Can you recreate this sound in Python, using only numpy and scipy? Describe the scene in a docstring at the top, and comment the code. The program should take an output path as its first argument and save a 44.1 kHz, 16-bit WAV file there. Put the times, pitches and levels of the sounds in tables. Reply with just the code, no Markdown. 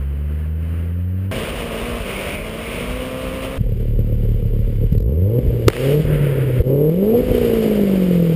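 """A turbocharged four-cylinder car, heard from three spots on its body, with hard cuts between them.
First, on the roof, the engine drones under a rush of air as the car pulls away. At 1.3 s, by the front
wheel, it eases off and accelerates through tyre roar, scrub and wind. From 3.6 s, at the tailpipe, it
idles, then is revved three times with thumps and crackles. One loud backfire and a rush of boost air
launch the second rev; the turbo spins down with a whoosh, and the last rev is pushed twice."""
import sys
import numpy as np
from scipy import signal
from scipy.fft import rfft, irfft, next_fast_len
from scipy.io import wavfile
from scipy.ndimage import uniform_filter1d

SR = 44100
rng = np.random.default_rng(int(sys.argv[2]) if len(sys.argv) > 2 else 0)


def int16_out(signal):
    """Quantize to a 16-bit WAV file."""
    q = np.round(np.clip(np.atleast_2d(signal).T, -1, 1) * 32767)
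    wavfile.write(sys.argv[1], SR, q.astype(np.int16))


N = 368235
TIME = np.arange(N) / SR
ROOF_END_S, WHEEL_END_S, BANG_S = 1.314, 3.579, 5.681

# the steered tyre slides: start_s, end_s, extra_roar_db, scrub_db
SLIDES = [(1.254, 1.46, 2, -53), (2.044, 2.348, 3.5, -34), (2.564, 2.905, 1.5, -38)]
# pushes on the throttle: open_s, shut_s, top_firing_hz, hang_s, extra_bark_db, duck_db, duck_s,
# overrun_roughness (0-1), overrun_hiss_db; the overrun is the coasting after the throttle shuts
REVS = [(4.963, 5.388, 126.3, .01, 4.5, -4, 0.027, 0.66, 4),
        (5.695, 6.010, 156.2, 0.0061, 6, -25, 0.03, .98, 4),
        (6.621, 6.902, 159.2, 0, 7, -31, 0.0076, .5, 4), (6.900, 7.205, 251.1, .09, 3, -4.5, .045, 0.41, 7)]
# tone of rushing gas: frequency_hz, level_db
GAS_TONE = [(150, -11.5), (600, 9), (850, -3.5), (1200, -2), (1700, -2.5), (2200, 1.5), (2600, -2),
            (2950, 2), (3400, -5), (4100, -11.5), (4900, -9), (5500, -13.5)]


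def undb(db):
    """Decibels to gain."""
    return 10 ** (np.asarray(db) / 20)


def curves(table):
    """Each column after the first, joined by straight lines in time."""
    times_s, *columns = np.transpose(table)
    return [np.interp(TIME, times_s, column) for column in columns]


def gate(start, end, attack_s, release_s):
    """Rises from 0 to 1 after start, holds, and falls back after end."""
    return np.clip(np.minimum((TIME - start) / attack_s, 1 - (TIME - end) / release_s), 0, 1)


def hump(age, peak_s):
    """Swells to 1 at the age peak_s and dies away."""
    u = np.maximum(age, 0) / peak_s
    return u * np.exp(1 - u)


def colour(x, tone):
    """Minimum-phase EQ through rows of frequency_hz, level_db, rolling off past both ends."""
    size = 16384
    hz, db = np.transpose(tone)
    log_hz = np.log(np.maximum(np.fft.rfftfreq(size, 1 / SR), 1))
    skirts = np.maximum(log_hz - np.log(hz[-1]), 0) + np.maximum(np.log(hz[0]) - log_hz, 0)
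    cepstrum = irfft(np.log(undb(np.interp(log_hz, np.log(hz), db) - 20 * skirts)))
    cepstrum[1:size // 2] *= 2
    cepstrum[size // 2 + 1:] = 0
    return signal.oaconvolve(x, irfft(np.exp(rfft(cepstrum))))[:N]


def steady(x):
    """Rides the slow level to rms 1, leaving the fast detail."""
    size = SR // 8
    return x / np.sqrt(uniform_filter1d(uniform_filter1d(x ** 2, size), size) + 1e-14)


def walk(rate_hz):
    """Smooth random drift with a spread near 1."""
    hold = int(SR / rate_hz)
    held = rng.standard_normal(N // 100)[np.arange(N) // hold]
    return np.sqrt(2) * uniform_filter1d(uniform_filter1d(held, hold), hold)


def turbulence(tone, flutter_db, rate_hz):
    """Coloured noise of rms near 1 whose level flutters."""
    noise = colour(rng.standard_normal(N), tone)
    return noise / noise.std() * undb(flutter_db * walk(rate_hz))


def bursts(events, tone, decay_s):
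    """A short puff of coloured noise for each row of start_s, level_db."""
    envelope = sum(undb(db) * (TIME >= s) * np.exp(-np.abs(TIME - s) / decay_s) for s, db in events)
    return .5 * envelope * steady(colour(rng.standard_normal(N), tone))


def roof_drone():
    """The engine comes through the body as a smooth, low, rising drone."""
    # the engine gathers speed: time_s, firing_hz
    speed = [(0.0, 67.7), (0.3, 74.3), (0.6, 80.35), (0.9, 85.1), (1.31, 97.6)]
    # first six harmonics of the firing rate: level_db
    harmonics = [-0.5, -11.5, -21.5, -34, -31, -33.5]
    hz, = curves(speed)
    phase = np.cumsum(hz) / SR
    drone = sum(undb(db) * np.sin(2 * np.pi * k * phase) for k, db in enumerate(harmonics, 1))
    return steady(drone) * undb(-20.5 + .3 * walk(28.5))


def roof_air(gain_db=15):
    """Air rushes softly over the roof."""
    # fader moves of the rush: time_s, relative_db
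    fader = [(0.02, -51), (0.138, -53.5), (0.768, -49.5), (1.036, -56.5), (1.266, -52.5), (1.27, -55.5)]
    # its dark tone: frequency_hz, level_db
    tone = [(20, 15), (60, 19.5), (170, 17), (300, 11), (500, 10), (800, -4), (1600, -1.5), (2350, -5),
            (3000, -5), (3500, -18), (5500, -23)]
    air_db, = curves(fader)
    return undb(air_db + gain_db) * turbulence(tone, flutter_db=1, rate_hz=21.2)


def firings(hz, lope, rough, scatter_db, jitter):
    """Firing pulses and their phase; lope makes the cylinders differ, roughness varies every firing."""
    # the four cylinders in firing order: strength_db, lateness_periods
    cylinders = [(4.5, -0.0017), (0.5, 0.049), (0.5, -0.0033), (-1.5, -0.061)]
    phase = np.cumsum(hz) / SR
    count = np.arange(1, int(phase[-1]))
    timing_luck, level_luck = rng.standard_normal((N // 100, 2))[count].T
    lope, rough = (np.interp(count, phase, amount * np.ones(N)) for amount in (lope, rough))
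    strength_db, lateness = np.array(cylinders)[count % len(cylinders)].T
    position = np.interp(count + lope * lateness + rough * jitter * timing_luck, phase, np.arange(N))
    size = undb(lope * strength_db + rough * scatter_db * level_luck)
    sample, part = position.astype(int), position % 1  # each pulse straddles two samples
    pulses = np.bincount(sample, size * (1 - part), N + 1) + np.bincount(sample + 1, size * part, N + 1)
    return pulses[:N], phase


def engine_bay():
    """Firings ring the engine bay beside the wheel; returns the sound and the firing phase."""
    # the speed hunts, then climbs: time_s, firing_hz
    speed = [(1.31, 211.3), (1.55, 237.3), (1.65, 235), (1.76, 222.6), (1.88, 242), (1.98, 231.9),
             (2.08, 195.7), (2.2, 192.8), (2.35, 203.7), (2.5, 219.5), (2.75, 234.4), (3.0, 254.9),
             (3.58, 265.4)]
    # the driver eases off in the bend, then accelerates out of it: time_s, level_db
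    effort = [(1.32, -28.5), (1.55, -32.5), (1.75, -28.5), (1.95, -27), (2.12, -33.5), (2.35, -30.5),
              (2.6, -32), (3.15, -26.5), (3.58, -29)]
    # resonances of the bay: frequency_hz, level_db
    tone = [(60, -13), (150, 6), (240, 0), (350, -9), (450, 1), (530, 1), (640, 0.5), (800, -26.5),
            (1120, -7.5), (1400, -20), (2500, -21), (5000, -38)]
    hz, = curves(speed)
    effort_db, = curves(effort)
    pulses, phase = firings(hz, lope=1, rough=.4, scatter_db=3, jitter=.02)
    return steady(colour(pulses, tone)) * undb(effort_db), phase


def tyre_roar(firing_phase, fade_db_per_s=1.6):
    """The tyre roars on the asphalt, louder in each slide."""
    # tone of the roar: frequency_hz, level_db
    tone = [(100, 8.5), (200, 8), (350, 7.5), (560, 12), (800, -1), (1200, 1), (1700, -2), (2200, 1.5),
            (2900, 3), (3500, -5), (4200, -13.5), (5500, -12)]
    slide_db = sum(db * gate(start, end, attack_s=.073, release_s=.017) for start, end, db, _ in SLIDES)
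    grip_db = -3 * hump(TIME - 2.35, peak_s=.06)  # the roar eases as the tyre grips again
    roar_db = -28 - fade_db_per_s * (TIME - ROOF_END_S) + slide_db + grip_db
    clatter = 1 + .055 * np.cos(np.pi * firing_phase)  # swells once per turn of the crank
    return undb(roar_db) * clatter * turbulence(tone, flutter_db=1, rate_hz=40)


def buffet(level_db, flutter_db, rate_hz):
    """Moving air buffets the microphone."""
    # low wind rumble: frequency_hz, level_db
    tone = [(12, -38), (25, -20.5), (42, 2), (80, -8), (120, -11), (250, -17), (600, -42.5)]
    return undb(level_db) * turbulence(tone, flutter_db, rate_hz)


def scrub():
    """Tread blocks slip sideways with an uneven, singing hiss."""
    # the narrow band where the tread sings: frequency_hz, level_db
    tone = [(1700, -22), (2150, 12), (2500, 7), (3000, -23)]
    slip = sum(undb(db) * gate(start, end, attack_s=.073, release_s=.19) for start, end, _, db in SLIDES)
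    return slip * turbulence(tone, flutter_db=1, rate_hz=20)


def rev_speed(idle_hz=37.37, sag_hz_per_s=1.1, drag_per_s=.42):
    """Firing rate: it idles, climbs on open throttle, hangs a moment and is slowed by friction."""
    hz = idle_hz - sag_hz_per_s * (TIME - WHEEL_END_S)
    for opens, shuts, top_hz, hang_s, *_ in REVS:
        start_hz = np.interp(opens, TIME, hz)
        progress = np.clip((TIME - opens) / (shuts - opens), 0, 1)
        eased = progress + .0993 * progress * (1 - progress)
        climb_hz = start_hz + (top_hz - start_hz) * eased
        coast = np.exp(-drag_per_s * np.maximum(TIME - shuts - hang_s, 0))
        hz = np.where(TIME < opens, hz, climb_hz * coast)
    return hz


def engine_load(hz, full_lope_hz=170, hunt_hz=7.05, hiss_db_per_octave=9.5):
    """Exhaust texture and levels: smooth and loud when pushed, ragged and hissing on the overrun."""
    # exhaust balance by engine speed: firing_hz, throb_db, boom_db, bark_db
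    balance = [(37, -18.5, -19, -32.5), (59.6, -14, -20.5, -32), (95, -28, -14, -32),
               (121, -16, -31, -23.5), (164, -14, -41, -21), (188, -15.5, -33, -21),
               (207, -20, -40.5, -17.5), (233, -30, -27, -15.5)]
    revs = np.array(REVS)
    latest = np.maximum(np.searchsorted(revs[:, 0], TIME) - 1, 0)
    opens, shuts, _, _, push_db, duck_db, duck_s, overrun_rough, overrun_hiss_db = revs[latest].T
    throttle = np.minimum(sum(gate(start, end, .02, .02) for start, end, *_ in REVS), 1)
    idle = (1 - throttle) * (TIME < revs[0, 1])
    overrun = 1 - throttle - idle
    # the level ducks briefly after the bang and thumps, as each rev starts
    dip_db = duck_db * hump(TIME - opens, duck_s)
    dip_db -= 10.5 * hump(TIME - shuts, peak_s=.028)  # the exhaust chokes as the throttle shuts
    dip_db -= 13 * np.exp(-np.abs(TIME - WHEEL_END_S) / .1)  # swells in after the cut
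    burble = hump(TIME - shuts, peak_s=.068)
    rough = .73 * idle + .34 * throttle + overrun * overrun_rough + .083 * burble
    lope = np.minimum(hz / full_lope_hz, 1) * (1 - .29 * throttle)
    hunt_db = 3.5 * idle * np.cos(2 * np.pi * hunt_hz * (TIME - 3.83))
    hiss_swell = 1 - np.exp(-np.maximum(TIME - shuts, 0) / .083)
    flow_db = -51 + hiss_db_per_octave * np.log2(hz / 101.3) + hiss_swell * overrun_hiss_db
    balance_hz, *columns = np.transpose(balance)
    throb_db, boom_db, bark_db = (np.interp(hz, balance_hz, column) for column in columns)
    throb_db += dip_db + throttle  # 1 dB more on open throttle
    boom_db += dip_db
    bark_db += .56 * dip_db + throttle * push_db + hunt_db
    hiss_db = -49 * idle + (1 - idle) * flow_db + .16 * dip_db
    buffet_db = -26.5 * idle - 31.5 * throttle - 30 * overrun + 8.5 * burble
    return rough, lope, throb_db, boom_db, bark_db, hiss_db, buffet_db


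def tailpipe():
    """Each firing pushes out a puff: a round throb, a silencer boom, a pipe bark and a hiss of gas."""
    # low resonances of the silencer: frequency_hz, level_db
    silencer = [(25, -36.5), (45, -27), (72, -5.5), (108, 2.5), (145, -12), (185, -9.5), (220, -19.5),
                (270, -35), (500, -63.5)]
    # resonances of the pipe: frequency_hz, level_db
    pipe = [(60, -42), (150, -0.5), (240, -4), (310, -3.5), (380, 0.5), (460, 5), (530, -1), (600, -11.5),
            (680, -29.5), (850, -28), (1100, -34), (1600, -48)]
    hz = rev_speed()
    rough, lope, throb_db, boom_db, bark_db, hiss_db, buffet_db = engine_load(hz)
    pulses, phase = firings(hz, lope, rough, scatter_db=4.5, jitter=.033)
    # one swing per firing, per crank turn and per engine cycle
    puff, crank, cycle = (np.cos(2 * np.pi * phase / period) for period in (1, 2, 4))
    throb = np.sqrt(2) * puff * (1 + .29 * lope * cycle) * undb(throb_db + 1.8 * rough * walk(50))
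    boom = steady(colour(pulses, silencer)) * undb(boom_db)
    # ragged firings tear the flow, and that noise rings the pipe too
    torn = 1.9 * rough ** 1.4 * (1 + .35 * puff) * turbulence(pipe, flutter_db=2, rate_hz=40)
    ring = steady(colour(pulses, pipe)) + torn
    flutter = 1 + lope ** 4 * (.44 * cycle + .092 * crank)  # at speed the strong cylinder dominates
    bark = steady(ring * flutter) * undb(bark_db)
    hiss = undb(hiss_db) * (1 + .15 * puff) * turbulence(GAS_TONE, flutter_db=.87, rate_hz=45)
    return throb + boom + bark + hiss + buffet(buffet_db, flutter_db=1.5, rate_hz=15)


def thumps():
    """Gas thumps softly in the silencer, one swing of pressure at a time."""
    # the thumps: centre_s, peak_db, pitch_hz
    hits = [(3.612, -5, 89), (4.926, -4.5, 94), (4.977, -7, 83), (5.39, -8.5, 221), (5.482, -8, 60),
            (5.674, -6, 79), (6.049, -11, 75), (6.607, -3.5, 65.38), (7.312, -13, 64.95)]
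    pressure = np.zeros(N)
    for centre_s, peak_db, pitch_hz in hits:
        angle = 2 * np.pi * pitch_hz * (TIME - centre_s)
        pressure += undb(peak_db) * angle * np.exp((1 - angle ** 2) / 2)
    return pressure


def crackles():
    """Gas crackles in the pipe, mostly just after the backfire."""
    # the pops: start_s, level_db
    pops = [(3.807, -35), (5.388, -28), (5.701, -13), (5.733, -17), (5.753, -31), (5.766, -13),
            (5.777, -35)]
    return bursts(pops, GAS_TONE, decay_s=.0024)


def ticks():
    """Small hard ticks under the car around the start of the first rev."""
    # the ticks: start_s, level_db
    hits = [(4.9287, -36), (4.9641, -47), (4.9801, -34), (5.0026, -36), (5.023, -38)]
    return bursts(hits, tone=[(900, 2), (3000, -1.5), (4800, -1)], decay_s=.0039)


def backfire(ring_hz=410, length_s=.0043, blast_db=14, crack_db=3):
    """Fuel explodes in the pipe: two violent swings at the pipe's pitch with a sharp crack."""
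    age = np.maximum(TIME - BANG_S, 0)
    swing = -undb(blast_db) * np.sin(2 * np.pi * ring_hz * age)
    crack = undb(crack_db) * steady(colour(rng.standard_normal(N), GAS_TONE))
    return (age > 0) * np.exp(-(age / length_s) ** 4) * (swing + crack)


def blow_off(open_s=.25, attack_s=.057, sag_db_per_s=7.5):
    """Boost air escapes after the backfire: a broad rush and a bright valve whistle."""
    # whistling peaks of the valve: frequency_hz, level_db
    valve = [(1500, -3), (3000, 13), (4200, -15), (5150, -15), (5330, 9), (5500, -6)]
    rush = undb(-31) * turbulence(GAS_TONE, flutter_db=2, rate_hz=23)
    rush *= gate(BANG_S, BANG_S + open_s, attack_s, release_s=.21)
    whistle = undb(-39) * turbulence(valve, flutter_db=2.5, rate_hz=60)
    whistle *= gate(BANG_S, BANG_S + open_s, attack_s, release_s=.07)
    return (rush + whistle) * undb(-sag_db_per_s * np.maximum(TIME - BANG_S, 0))


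def turbo_whoosh(start_s=6.02, end_s=6.59, sag_db_per_s=11):
    """Air streams from the slowing turbo between the second rev and the third."""
    # dull midrange of the whoosh: frequency_hz, level_db
    tone = [(530, -34), (900, -3), (1120, -6.5), (1350, -0.5), (2220, -1), (2980, -4.5), (4060, -21),
            (5000, -24), (6500, -49), (11000, -120)]
    fade = undb(-33.5 - sag_db_per_s * np.maximum(TIME - start_s, 0))
    envelope = fade * gate(start_s, end_s, attack_s=.1, release_s=.038)
    return envelope * turbulence(tone, flutter_db=.8, rate_hz=50)


def scene():
    """Hard cuts from roof to wheel to tailpipe; both channels are alike."""
    rear = crackles() + ticks() + tailpipe() + thumps() + backfire() + blow_off() + turbo_whoosh()
    roof = roof_drone() + roof_air()
    engine, firing_phase = engine_bay()
    wheel = engine + tyre_roar(firing_phase) + buffet(-30, flutter_db=1.6, rate_hz=14) + scrub()
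    mono = np.select([TIME < ROOF_END_S, TIME < WHEEL_END_S], [roof, wheel], rear)
    return np.array([mono, mono])


def record(dry, band_hz=5500, hold_hz=12000, top_hz=15300):
    """A small camera's slow sample-and-hold mirrors the sound into a thin fizz; the bang overloads it."""
    narrow = signal.sosfilt(signal.butter(10, band_hz, fs=SR, output="sos"), dry)
    mirrored = narrow * (1 + 2 * np.cos(2 * np.pi * hold_hz * TIME))
    size = next_fast_len(N)
    treble_droop = np.sinc(np.fft.rfftfreq(size, 1 / SR) / hold_hz)
    held = irfft(rfft(mirrored, size) * treble_droop, size)[:, :N]
    overloaded = np.clip(held, -.85, .85)
    return signal.sosfilt(signal.ellip(10, .2, 80, top_hz, fs=SR, output="sos"), overloaded)


dry = scene()
out = record(dry)
int16_out(out)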